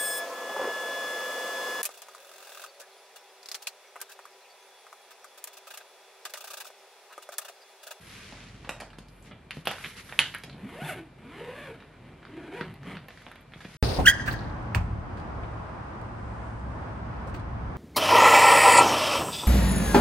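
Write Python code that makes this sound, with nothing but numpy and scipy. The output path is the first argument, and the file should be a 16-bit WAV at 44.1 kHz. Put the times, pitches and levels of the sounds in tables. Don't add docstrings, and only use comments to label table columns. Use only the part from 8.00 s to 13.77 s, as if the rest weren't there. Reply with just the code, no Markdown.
import sys
import numpy as np
from scipy import signal
from scipy.fft import rfft, irfft
from scipy.io import wavfile
from scipy.ndimage import uniform_filter1d

SR = 44100
rng = np.random.default_rng(int(sys.argv[2]) if len(sys.argv) > 2 else 0)


def generate_wav(signal):
    frames = np.transpose(np.atleast_2d(signal))
    scaled = np.clip(frames, -1, 1) * 32767
    pcm = np.round(scaled).astype(np.int16)
    wavfile.write(sys.argv[1], SR, pcm)


N = 254456
TIME, FREQS_HZ = np.arange(N) / SR, np.fft.rfftfreq(N, 1 / SR)


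def amp(db):
    return 10 ** (np.asarray(db) / 20)


def unit(x):
    return x / np.sqrt(np.mean(x ** 2) + 1e-20)


def read(points, hz):
    point_hz, value = np.transpose(points)
    return np.interp(np.log(hz + 1), np.log(point_hz + 1), value)


def colour(x, points):
    return irfft(rfft(x) * amp(read(points, np.fft.rfftfreq(x.shape[-1], 1 / SR))), x.shape[-1])


def below(x, edge):
    return 1 / (1 + (x / edge) ** 4)


def bump(hz, centre_hz, octaves):
    return np.exp(-(np.log2((hz + 1) / centre_hz) / octaves) ** 2)


def wander(hz):
    return unit(irfft(rfft(rng.standard_normal(N)) * below(FREQS_HZ, hz), N))


def gate(start_s, end_s):
    return uniform_filter1d(1.0 * (TIME >= start_s) * (TIME <= end_s), size=300)


def swell(*times_s):
    push = np.interp(TIME, np.sort(times_s), [0, 1, 0])
    return uniform_filter1d(np.sin(np.pi / 2 * push) ** 1.47, size=900)


def add(mix, start_s, sound):
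    part = mix[..., round(start_s * SR):][..., :sound.shape[-1]]
    part += sound[..., :part.shape[-1]]


def spread(pair, width):
    side = colour(pair[1], width)
    return np.array([pair[0] + side, pair[0] - side])


# pitch_hz, fade_s
ROOM_FADE = [(120, 0.23), (500, 0.34), (2500, 0.29), (6000, 0.33), (13000, 0.18)]
# pitch_hz, side_db
ECHO_WIDTH = [(60, -36), (250, -19), (700, -16), (1400, -21), (2400, -14), (4000, -2.5), (7000, 3),
              (12000, 3)]

def room(x, early_db, tail_db, early_s=0.017):
    size = SR // 2
    t = np.arange(size) / SR
    bounces = rng.standard_normal((2, 2, size)) * (rng.random((2, 2, size)) < 5000 / SR) * (t > .0015)
    hz, age_s, bands = signal.stft(bounces[0], SR, nperseg=256)
    bands = bands * amp(-60 * age_s / read(ROOM_FADE, hz)[:, None])
    tail = signal.istft(bands, SR, nperseg=256)[1][:, :size]
    tail *= 1 - np.exp(-t / 0.0092)
    tail = amp(tail_db) * tail / np.linalg.norm(tail[0])
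    early = bounces[1] * np.exp(-t / early_s)
    early = amp(early_db) * early / np.linalg.norm(early[0])
    echo = spread(tail + early, ECHO_WIDTH)
    echo[:, 0] += 1
    return signal.fftconvolve(x[None], echo, axes=1)


def tone(hz, waver):
    return np.sqrt(2) * np.sin(2 * np.pi * np.cumsum(hz * (1 + waver * wander(13.5))) / SR)


# pitch_hz, level_db
AIR_COLOUR = [(15, -25), (30, -18), (45, -19), (62, 1.5), (130, 4), (200, 0), (310, -7), (725, -11),
              (2200, -18.5), (4000, -26), (6200, -37.5), (11000, -39), (14000, -52)]
# pitch_hz, side_db
AIR_WIDTH = [(60, -36), (170, -20), (350, -9), (700, -6), (1400, -8), (2800, -8), (6000, 0), (12000, 2)]

def background(air_db=-53.5, drone_db=-63, lift_db=7.7, whine_db=-72.5):
    air = unit(colour(spread(rng.standard_normal((2, N)), AIR_WIDTH), AIR_COLOUR)) * amp(air_db)
    drone = tone(hz=46.4, waver=0.053) * amp(drone_db + lift_db * gate(0.3, 1.25))
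    whine = tone(hz=2364, waver=0.00287) * amp(whine_db)
    return air + drone + whine


# three times for swell() (time_s, time_s, time_s), level_db
RUMBLE_SWELLS = [(0, 0.643, 1.01, -48.5), (1.183, 1.36, 1.35, -47), (1.8, 2.3, 2.33, -52)]
# pitch_hz, level_db
RUMBLE_COLOUR = [(30, -13), (55, -14), (80, -2.5), (120, 3), (240, -3), (330, -7.5), (700, -19),
                 (2000, -82)]

def rumble(gain_db=-3):
    swells = sum(swell(*times_s) * amp(db + gain_db) for *times_s, db in RUMBLE_SWELLS)
    return unit(colour(rng.standard_normal(N), RUMBLE_COLOUR)) * swells


# start_s, peak_s, end_s, rub_db, sheen_db
RUBS = [(0, 0.015, .35, -53.5, -60), (.01, .21, 0.65, -47, -92), (.35, .6, 1.03, -57, -97),
        (1.04, 1.202, 1.29, -69, -66), (1.227, 1.27, 1.33, -54, -87), (1.52, 1.555, 1.66, -52.5, -64),
        (1.645, 1.68, 1.79, -42.5, -59), (1.7, 1.846, 2, -44.5, -54.5), (1.863, 2.163, 2.55, -50, -58),
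        (1.958, 1.98, 2.034, -40.5, -65), (5.068, 5.13, 5.47, -55, -76), (5.46, 5.736, 6.1, -51.5, -69)]
# pitch_hz, level_db
PALM_COLOUR = [(120, -23), (200, 2), (280, -11.5), (301, -12), (478, -4), (561, -34), (1040, -7),
               (2050, -1), (8070, -14), (11300, -11), (14000, -38)]

def palms(rub_gain_db=-3, sheen_gain_db=-2, grain_db=3, flutter_db=1):
    slips = rng.standard_normal((2, N)) * amp(grain_db * wander(2400) + flutter_db * wander(5.5))
    hiss = rfft(colour(spread(slips, AIR_WIDTH), PALM_COLOUR))
    rub = unit(irfft(hiss * below(FREQS_HZ, 7800), N)) * amp(rub_gain_db)
    sheen = unit(irfft(hiss * (1 - below(FREQS_HZ, 10000)) ** 2, N)) * amp(sheen_gain_db)
    return sum(swell(*times_s) * (rub * amp(rub_db) + sheen * amp(sheen_db))
               for *times_s, rub_db, sheen_db in RUBS)


# start_s, level_db, pitch_factor, fade_factor
KNOCKS = [(0.325, -45, 1.55, 1), (0.692, -36, 0.94, 0.73), (0.82, -46.5, 1.53, .6),
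          (0.986, -33.5, 0.99, 0.35), (1.311, -43, 1.2, 1), (1.57, -29.5, 1, 0.93), (1.672, -33, 1.07, 1.4),
          (1.829, -43.5, 0.55, 1.4), (1.862, -39, 0.87, 0.64), (2.188, -34, 0.89, 1.6),
          (2.439, -39, 0.95, 1), (2.482, -37, 0.84, 1), (2.545, -39, 1.17, 1), (2.735, -38, 1.1, 1.3),
          (2.819, -29.5, 1, 1.9), (4.117, -43, 1.05, 1.02), (4.611, -27, 1.04, 1),
          (5.267, -43.5, 1.4, 0.96), (5.56, -37.5, 0.92, 1), (5.651, -32, 0.99, 0.39),
          (5.748, -42, 0.92, 0.87)]
# pitch_hz, level_db, fade_s
SHELL_NOTES = [(143.5, 7.5, 0.07), (154.4, 18.5, 0.091), (179.4, 3, 0.13), (260, -10, 0.11),
               (388, -18, 0.045)]

def knocks(gain_db=1):
    t, out = np.arange(SR // 4) / SR, np.zeros((2, N))
    for start_s, db, pitch_factor, fade_factor in KNOCKS:
        thud = 0
        for hz, note_db, fade_s in SHELL_NOTES:
            pitch_hz = hz * pitch_factor * rng.uniform(.96, 1.04)
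            thud += amp(note_db - 60 * t / (fade_s * fade_factor)) * np.sin(2 * np.pi * pitch_hz * t)
        soft_start = below(.001, t + 1e-6)
        thud = np.gradient(thud * soft_start)
        add(out, start_s, amp(db + gain_db) * room(thud / abs(thud).max(), early_db=-4, tail_db=-10.5))
    return out


# start_s, level_db, free_s, upper_notes_db, rattle_radians (drift over 1 ms)
JINGLES = [(1.509, -52, .005, -12, .5), (1.655, -47.5, 0.0062, -2, 1.1), (1.674, -41.5, 0.012, 7, .7),
           (1.713, -49, 0.0033, 3, 1.1), (2.19, -29.5, 0.04, -8, .14), (2.347, -46.5, 0.0039, -5, 1.2),
           (2.385, -56.5, .0015, 1, 1.5), (2.436, -57, 0.0027, -3, 1.2), (2.447, -62, .002, 3, 1.4),
           (4.74, -64.5, .004, 2, 1.4), (5.084, -58.5, 0.0041, 8, 1.6), (5.219, -71, .006, 7, 1.3),
           (5.316, -63, .004, 0, 1.6), (5.357, -69, .004, 3, 1.6), (5.409, -69, .015, 12, .7)]
# pitch_hz, level_db, fade_s
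TAB_NOTES = [(9200, -25, 0.077), (10450, 0, 0.19), (10600, -11, .085), (11880, -6, 0.07), (12100, -10, .1),
             (12600, -19, .048)]

def jingles(vary_db=1.5, upper_hz=11500):
    t, out = np.arange(SR // 10) / SR, np.zeros((2, N))
    for start_s, db, free_s, upper_db, rattle in JINGLES:
        ring = 0
        for hz, note_db, fade_s in TAB_NOTES:
            blur = rattle * np.cumsum(rng.standard_normal(len(t))) / np.sqrt(SR / 1000)
            height_db = note_db + upper_db * (hz > upper_hz) + vary_db * rng.standard_normal()
            ring += amp(height_db - 60 * t / fade_s) * np.sin(2 * np.pi * hz * t + blur)
        ring *= below(t, free_s) ** 2
        ring = room(ring / np.linalg.norm(ring), early_db=-11, tail_db=-27, early_s=.008)
        add(out, start_s, amp(db) * np.sqrt(.01 * SR) * ring)
    return out


# start_s, end_s, ticks_per_s, level_db
FIDGETS = [(0.85, 1.298, 7, -75), (1.748, 2.112, 8, -50), (3.85, 4.2, 6, -57), (5.1, 5.4, 9, -57)]
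# hollow_db, bright_db, spot_hz, skid_s
TICK = (1, -31, 1627, -1)

def fidgets(vary_db=2.5, vary_octaves=0.48):
    hollow_db, bright_db, spot_hz, skid_s = TICK
    rows = []
    for start_s, end_s, per_s, db in FIDGETS:
        span_s = end_s - start_s
        for when, force, spot in rng.random(size=(16, 3))[:round(per_s * span_s)]:
            tick_db = db + vary_db * (2 * force - 1)
            tick_hz = spot_hz * 2 ** (vary_octaves * (2 * spot - 1))
            rows.append((start_s + span_s * when, tick_db, hollow_db, bright_db, tick_hz, skid_s))
    return rows


def chatter(blow, skid_s, clean_cycles=7):
    size = len(blow)
    skid = rfft(rng.standard_normal(size) * np.exp(-np.arange(size) / SR / skid_s))
    skid /= np.sqrt(np.mean(abs(skid) ** 2))
    clean = below(np.fft.rfftfreq(size, 1 / SR), clean_cycles / skid_s)
    return irfft(rfft(blow) * (clean + np.sqrt(1 - clean ** 2) * skid), size)


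# start_s, level_db, hollow_db, bright_db, spot_hz, skid_s
CLICKS = [(0.3235, -46, 9, -11, 766, 0.0043), (0.6464, -45, 5, -7, 890, 0.0068),
          (0.673, -48, 18, -10, 500, .008), (0.6921, -30, 17, 18, 2000, 0.0022),
          (0.8015, -44.5, 8, 19, 2100, 0.0027), (0.804, -40, 18, 16.5, 2100, 0.0033),
          (0.8105, -47, 8, 15, 620, 0.0014), (0.819, -40, 15, -3, 640, 0.0018),
          (0.903, -56, 0, 6, 3000, .002), (0.931, -51, 7, 1, 1520, .004),
          (0.9845, -48, 5, 17.5, 400, 0.0045), (1.085, -61, -7, 22, 5870, .001),
          (1.226, -63, 5, 47, 7400, 0.00051), (1.311, -45, 11, -34, 2760, .012),
          (1.508, -35, -4, -9, 2760, 0.0014), (1.5705, -53, 2, 3, 2400, .001),
          (1.6535, -41, 1, -11, 2860, .008), (1.6715, -23.5, 12, -1.5, 3100, 0.0017),
          (1.7129, -34, 10, 6, 1670, 0.0023), (1.783, -43, 4, -12, 1400, .002),
          (1.8405, -40, -4, -15, 2300, .002), (1.8452, -35.5, -8, -20, 1910, .0015),
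          (1.859, -39.5, 0, -8, 3300, 0.002), (2.093, -47, 0, -20, 1500, .002),
          (2.1241, -37.5, 9.5, -41, 2000, .0018), (2.1906, -19, -2, 5.5, 3100, 0.0021),
          (2.195, -24.5, -4, 8, 1900, 0.012), (2.34, -38.5, -1, -6, 1790, 0.0048),
          (2.348, -34, -4, -52, 1890, 0.0028), (2.436, -42, 6, 13, 2330, 0.0038),
          (2.4968, -47.5, -4, -1, 4200, 0.0028), (2.528, -54, -8, -8, 4000, .003),
          (3.803, -54, 0, -10, 2000, .002), (3.824, -51, 2, -15, 1250, .002),
          (4.229, -53, 2, -12, 1500, .002), (4.2515, -47, 2, -10, 1305, 0.002),
          (4.61, -33.5, -3, -26, 1548, .002), (4.625, -45, 15, -10, 1369, 0.0029),
          (4.7397, -54, 16, -8, 4390, 0.0021), (4.8315, -50.5, -1, 4, 1380, 0.002),
          (4.9525, -48, -4, -14, 3000, .002), (4.9692, -42, -4, -20, 1400, 0.001),
          (5.0836, -44.5, 15, 2, 2240, 0.0064), (5.1055, -50, 2, -4, 2400, .0015),
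          (5.1742, -48.5, 0, -10, 1870, 0.0018), (5.219, -53, 4, -12, 1410, .002),
          (5.2655, -44, 14, -32, 2800, 0.0012), (5.277, -52, 10, -26, 910, 0.0098),
          (5.3149, -46.5, 9, -21, 1600, 0.0023), (5.3557, -49.5, 6, -20, 2720, 0.005),
          (5.5205, -55, 2, -20, 1900, .002), (5.536, -45, 2, -41, 2610, 0.0015),
          (5.6051, -45, 6, 5, 1700, 0.01), (5.6475, -45, 3, -5, 1900, 0.0049)]
# pitch_hz, level_db
CLICK_COLOUR = [(40, -51), (200, -6.5), (550, -4), (1000, -1), (1600, 3), (2500, 0.5), (3500, -0.5),
                (4500, -4.5), (5800, -15.5), (7400, -19), (8800, -23), (11000, -24), (14000, -47)]

def clicks(hollow_hz=650, bright_hz=5600, spot_db=7, scatter_db=-3.5, bend_s=0.0007):
    size, out = 2048, np.zeros((2, N))
    signed_hz = np.fft.fftfreq(size, 1 / SR)
    hz = abs(signed_hz)
    lag = 4 * np.pi * bend_s * np.sqrt(1000 * hz) * np.sign(signed_hz)
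    for start_s, db, hollow_db, bright_db, spot_hz, skid_s in CLICKS + fidgets():
        shape_db = read(CLICK_COLOUR, hz) + hollow_db * bump(hz, hollow_hz, octaves=0.93)
        shape_db += bright_db * (1 - below(hz, bright_hz))
        shape_db += spot_db * bump(hz, spot_hz, octaves=.48)
        log_spectrum = np.conj(signal.hilbert(np.log(amp(shape_db))))
        blow = chatter(np.fft.ifft(np.exp(log_spectrum - 1j * lag)).real, skid_s)
        click = room(blow / np.linalg.norm(blow), early_db=scatter_db, tail_db=-6, early_s=0.011)
        strength = amp(db) * np.sqrt(.01 * SR / (1 + amp(scatter_db) ** 2))
        add(out, start_s, strength * click)
    return out * amp([[-.7], [.7]])


def snap(start_s=2.191, pitch_hz=2640, rise_s=.0003, fade_s=.004):
    t, out = np.arange(SR // 20) / SR, np.zeros((2, N))
    kick = (1 - np.exp(-t / rise_s)) * amp(-60 * t / fade_s) * np.sin(2 * np.pi * pitch_hz * t)
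    add(out, start_s, room(kick / abs(kick).max(), early_db=-12, tail_db=-17, early_s=.007))
    return out * amp([[-.7], [.7]])


# pitch_hz, width_hz, level_db
BOOM_NOTES = [(166, 21, -57), (376, 32, -51.5), (483, 26, -54)]
# low_note_db, middle_note_db, high_note_db
BOOM_LIFTS = [(6, 1.5, -3), (.5, -3, .5), (1.5, 5, -1), (5, -5, -7)]

def boom(drive, strokes):
    out = 0
    for (hz, width_hz, db), lifts_db in zip(BOOM_NOTES, np.transpose(BOOM_LIFTS)):
        ring = irfft(rfft(drive) / (1 + 1j * (FREQS_HZ - hz) / width_hz) ** 2, N)
        gain = sum(gate(rows[0][0], rows[-1][0]) * amp(db + lift_db)
                   for rows, lift_db in zip(strokes, lifts_db))
        out += gain * ring / np.sqrt(abs(uniform_filter1d(ring ** 2, size=5000)) + 1e-14)
    return out


# tooth_rate_multiple, level_db
OVERTONES = [(2, -5.5), (3, -10.5), (4, -11)]

def overtones(travel, flicker_db=4, slip_cycles=.06):
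    out = 0
    for multiple, db in OVERTONES:
        flicker = amp(flicker_db * wander(30))
        cycles = multiple * travel + slip_cycles * wander(90) + rng.random()
        out += amp(db) * unit(flicker * np.sin(2 * np.pi * cycles))
    return out


def hum(travel, slip_cycles=.085, throb_db=3):
    swing = np.sin(2 * np.pi * (travel + slip_cycles * wander(90)))
    return unit(swing * amp(throb_db * wander(34)))


def teeth(travel, rate, rough, catch_db=2, uneven_db=3, scrape_db=-7, bounce_db=-8):
    parted = np.maximum.accumulate(abs(travel + .068 * rough * wander(220)))
    tooth = parted.astype(int)
    catch = amp(catch_db * wander(26))
    force = amp(uneven_db * rng.standard_normal(N))[tooth] * catch
    ticks = np.diff(tooth, prepend=0) / np.sqrt(rate / SR)
    scrape = unit(np.exp(-(parted % 1) / 0.61) * rng.standard_normal(N))
    drive = force * (ticks + amp(scrape_db) * rough * scrape)
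    bounce_s = .0011 * (1 + .15 * wander(4.62))
    return drive + amp(bounce_db) * np.interp(TIME - bounce_s, TIME, drive)


def cross_shell(x, delay_s=.002):
    return irfft(rfft(x) * np.exp(-4j * np.pi * delay_s * np.sqrt(1000 * FREQS_HZ)), N)


# pitch_hz, level_db
TEETH_COLOUR = [(30, -40), (60, -15), (100, -4), (155, -0.5), (225, -0.5), (290, 1.5), (365, -1), (550, -4),
                (800, -9.5), (1100, -11.5), (1800, -12.5), (2000, -13.5), (2300, -12.5), (2550, -15),
                (3000, -16.5), (5600, -28), (11000, -10), (13500, -22)]
# time_s, lift_db
FIZZ_LIFT = [(2.55, 3), (2.8, 8.5), (2.9, 17.5), (3.0, 3), (3.3, -1.5), (3.6, 3), (4.3, -12), (4.58, -2),
             (4.9, -2)]
# time_s, teeth_per_s, pull_db, rough_factor, hum_db, overtones_db
STROKES = [
    [(2.45, 122, -8.5, 1.24, -47, -80), (2.61, 151, 1, 1.22, -52, -70), (2.655, 215, 1, 0.62, -34, -66),
     (2.685, 295, -1, 1.1, -52, -64), (2.755, 490, -3, 1.0, -46, -58), (2.79, 630, -4, .8, -46, -52),
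     (2.825, 770, -3.5, .6, -39, -48), (2.848, 885, -2, .5, -45, -41), (2.87, 915, .5, .6, -44, -37),
     (2.888, 760, 3, .6, -43, -40), (2.908, 660, 4.5, .8, -55, -42), (2.93, 570, 3, 1.2, -50, -52),
     (2.96, 400, 1, 1.7, -60, -62), (2.995, 335, 1.5, 0.6, -42, -66), (3.04, 330, -11.5, .8, -55, -72),
     (3.09, 206, -12, 1.33, -75, -80)],
    [(3.14, 111, -29, 1.3, -78, -80), (3.19, 140, -4, 1.28, -54, -72), (3.27, 250, -3, 0.67, -49, -66),
     (3.35, 370, -1, 0.78, -63, -51), (3.41, 452, -1, 1.15, -40.5, -59), (3.5, 485, -2.5, 1.16, -37.5, -62),
     (3.54, 570, -2.5, 0.72, -47, -56), (3.6, 585, -2, .7, -56, -50), (3.645, 580, -.5, 0.46, -58, -46),
     (3.67, 540, -1, .8, -48, -54), (3.695, 470, -1.5, 1.29, -40, -63), (3.735, 440, -6, 1.4, -44.5, -66),
     (3.775, 209, -4.5, 1.35, -66, -76), (3.97, 113, -6.5, 1.3, -69, -80)],
    [(4.07, 127, -1, 1.28, -51, -80), (4.21, 169, -8.5, 1.38, -71, -76), (4.31, 260, -4, 1.08, -54.5, -68),
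     (4.37, 340, -3.5, 1.43, -46, -64), (4.41, 300, -1.5, 1.5, -42, -64), (4.46, 360, -2.5, 1.5, -44, -62),
     (4.5, 300, -1.5, 1.48, -48, -62), (4.54, 408, .5, 1.4, -45.5, -56), (4.57, 490, 1, .5, -47, -47),
     (4.607, 475, 2.5, 0.51, -45, -47), (4.625, 190, 6.5, 1.19, -48, -66),
     (4.7, 160, 2.5, 0.44, -38.5, -70), (4.76, 158, -2, 0.63, -52, -76), (4.8, 146, -9, 1.15, -51, -80)],
    [(4.83, 134, -1, 1.27, -49.5, -80), (4.86, 172, 7.5, 1.2, -43, -70), (4.91, 190, 10.5, 1.47, -44, -66),
     (4.955, 190, 8, 1.2, -40, -66), (4.99, 160, -3, 0.82, -47, -76), (5.07, 124, -4, 1.41, -58, -80)],
]

def zipper(usual_teeth_per_s=400, jitter=.026):
    times_s, *controls = np.concatenate(STROKES).T
    rate, pull_db, rough, hum_db, overtones_db = (np.interp(TIME, times_s, c) for c in controls)
    moving = gate(times_s[0], times_s[-1])
    travel = np.cumsum(rate * (1 + jitter * rough * wander(70))) / SR
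    drive = teeth(travel, rate, rough)
    buzz = cross_shell(colour(drive, TEETH_COLOUR))
    spectrum = rfft(room(buzz, early_db=-6, tail_db=-3.5)[:, :N])
    tones = hum(travel) * amp(hum_db) + overtones(travel) * amp(overtones_db)
    out = room(tones * moving, early_db=-24, tail_db=-15.5)[:, :N]
    speed = rate / usual_teeth_per_s
    drum_db = -48 + 2.5 * np.log2(speed) + 0.85 * pull_db
    rasp_db = -48 + 6.9 * np.log2(speed) + pull_db
    fizz_db = -73.5 + 5.8 * np.log2(speed) + 0.92 * pull_db + np.interp(TIME, *np.transpose(FIZZ_LIFT))
    low, high = below(FREQS_HZ, 940), 1 - below(FREQS_HZ, 4000)
    for share, db in (low ** 2, drum_db), ((1 - low) * (1 - high), rasp_db), (high ** 2, fizz_db):
        band = irfft(spectrum * share, N)
        power = uniform_filter1d(band.mean(0) ** 2, size=3000)
        out += band / np.sqrt(abs(power) + 1e-14) * amp(db) * moving
    return out + boom(drive, STROKES) * amp(pull_db) * np.minimum(speed, 1)


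def scene():
    return zipper() + clicks() + snap() + jingles() + knocks() + palms() + background() + rumble()


def record(dry):
    low_hz, high_hz, ceiling = 38, 14000, 1.1
    cut = signal.sosfilt(signal.butter(4, low_hz, "highpass", fs=SR, output="sos"), dry)
    squashed = ceiling * np.tanh(cut / ceiling)
    treble_cut = signal.firwin(161, high_hz, window=("kaiser", 9), fs=SR)
    return signal.oaconvolve(squashed, treble_cut[None], "same")


dry = scene()
out = record(dry)
generate_wav(out)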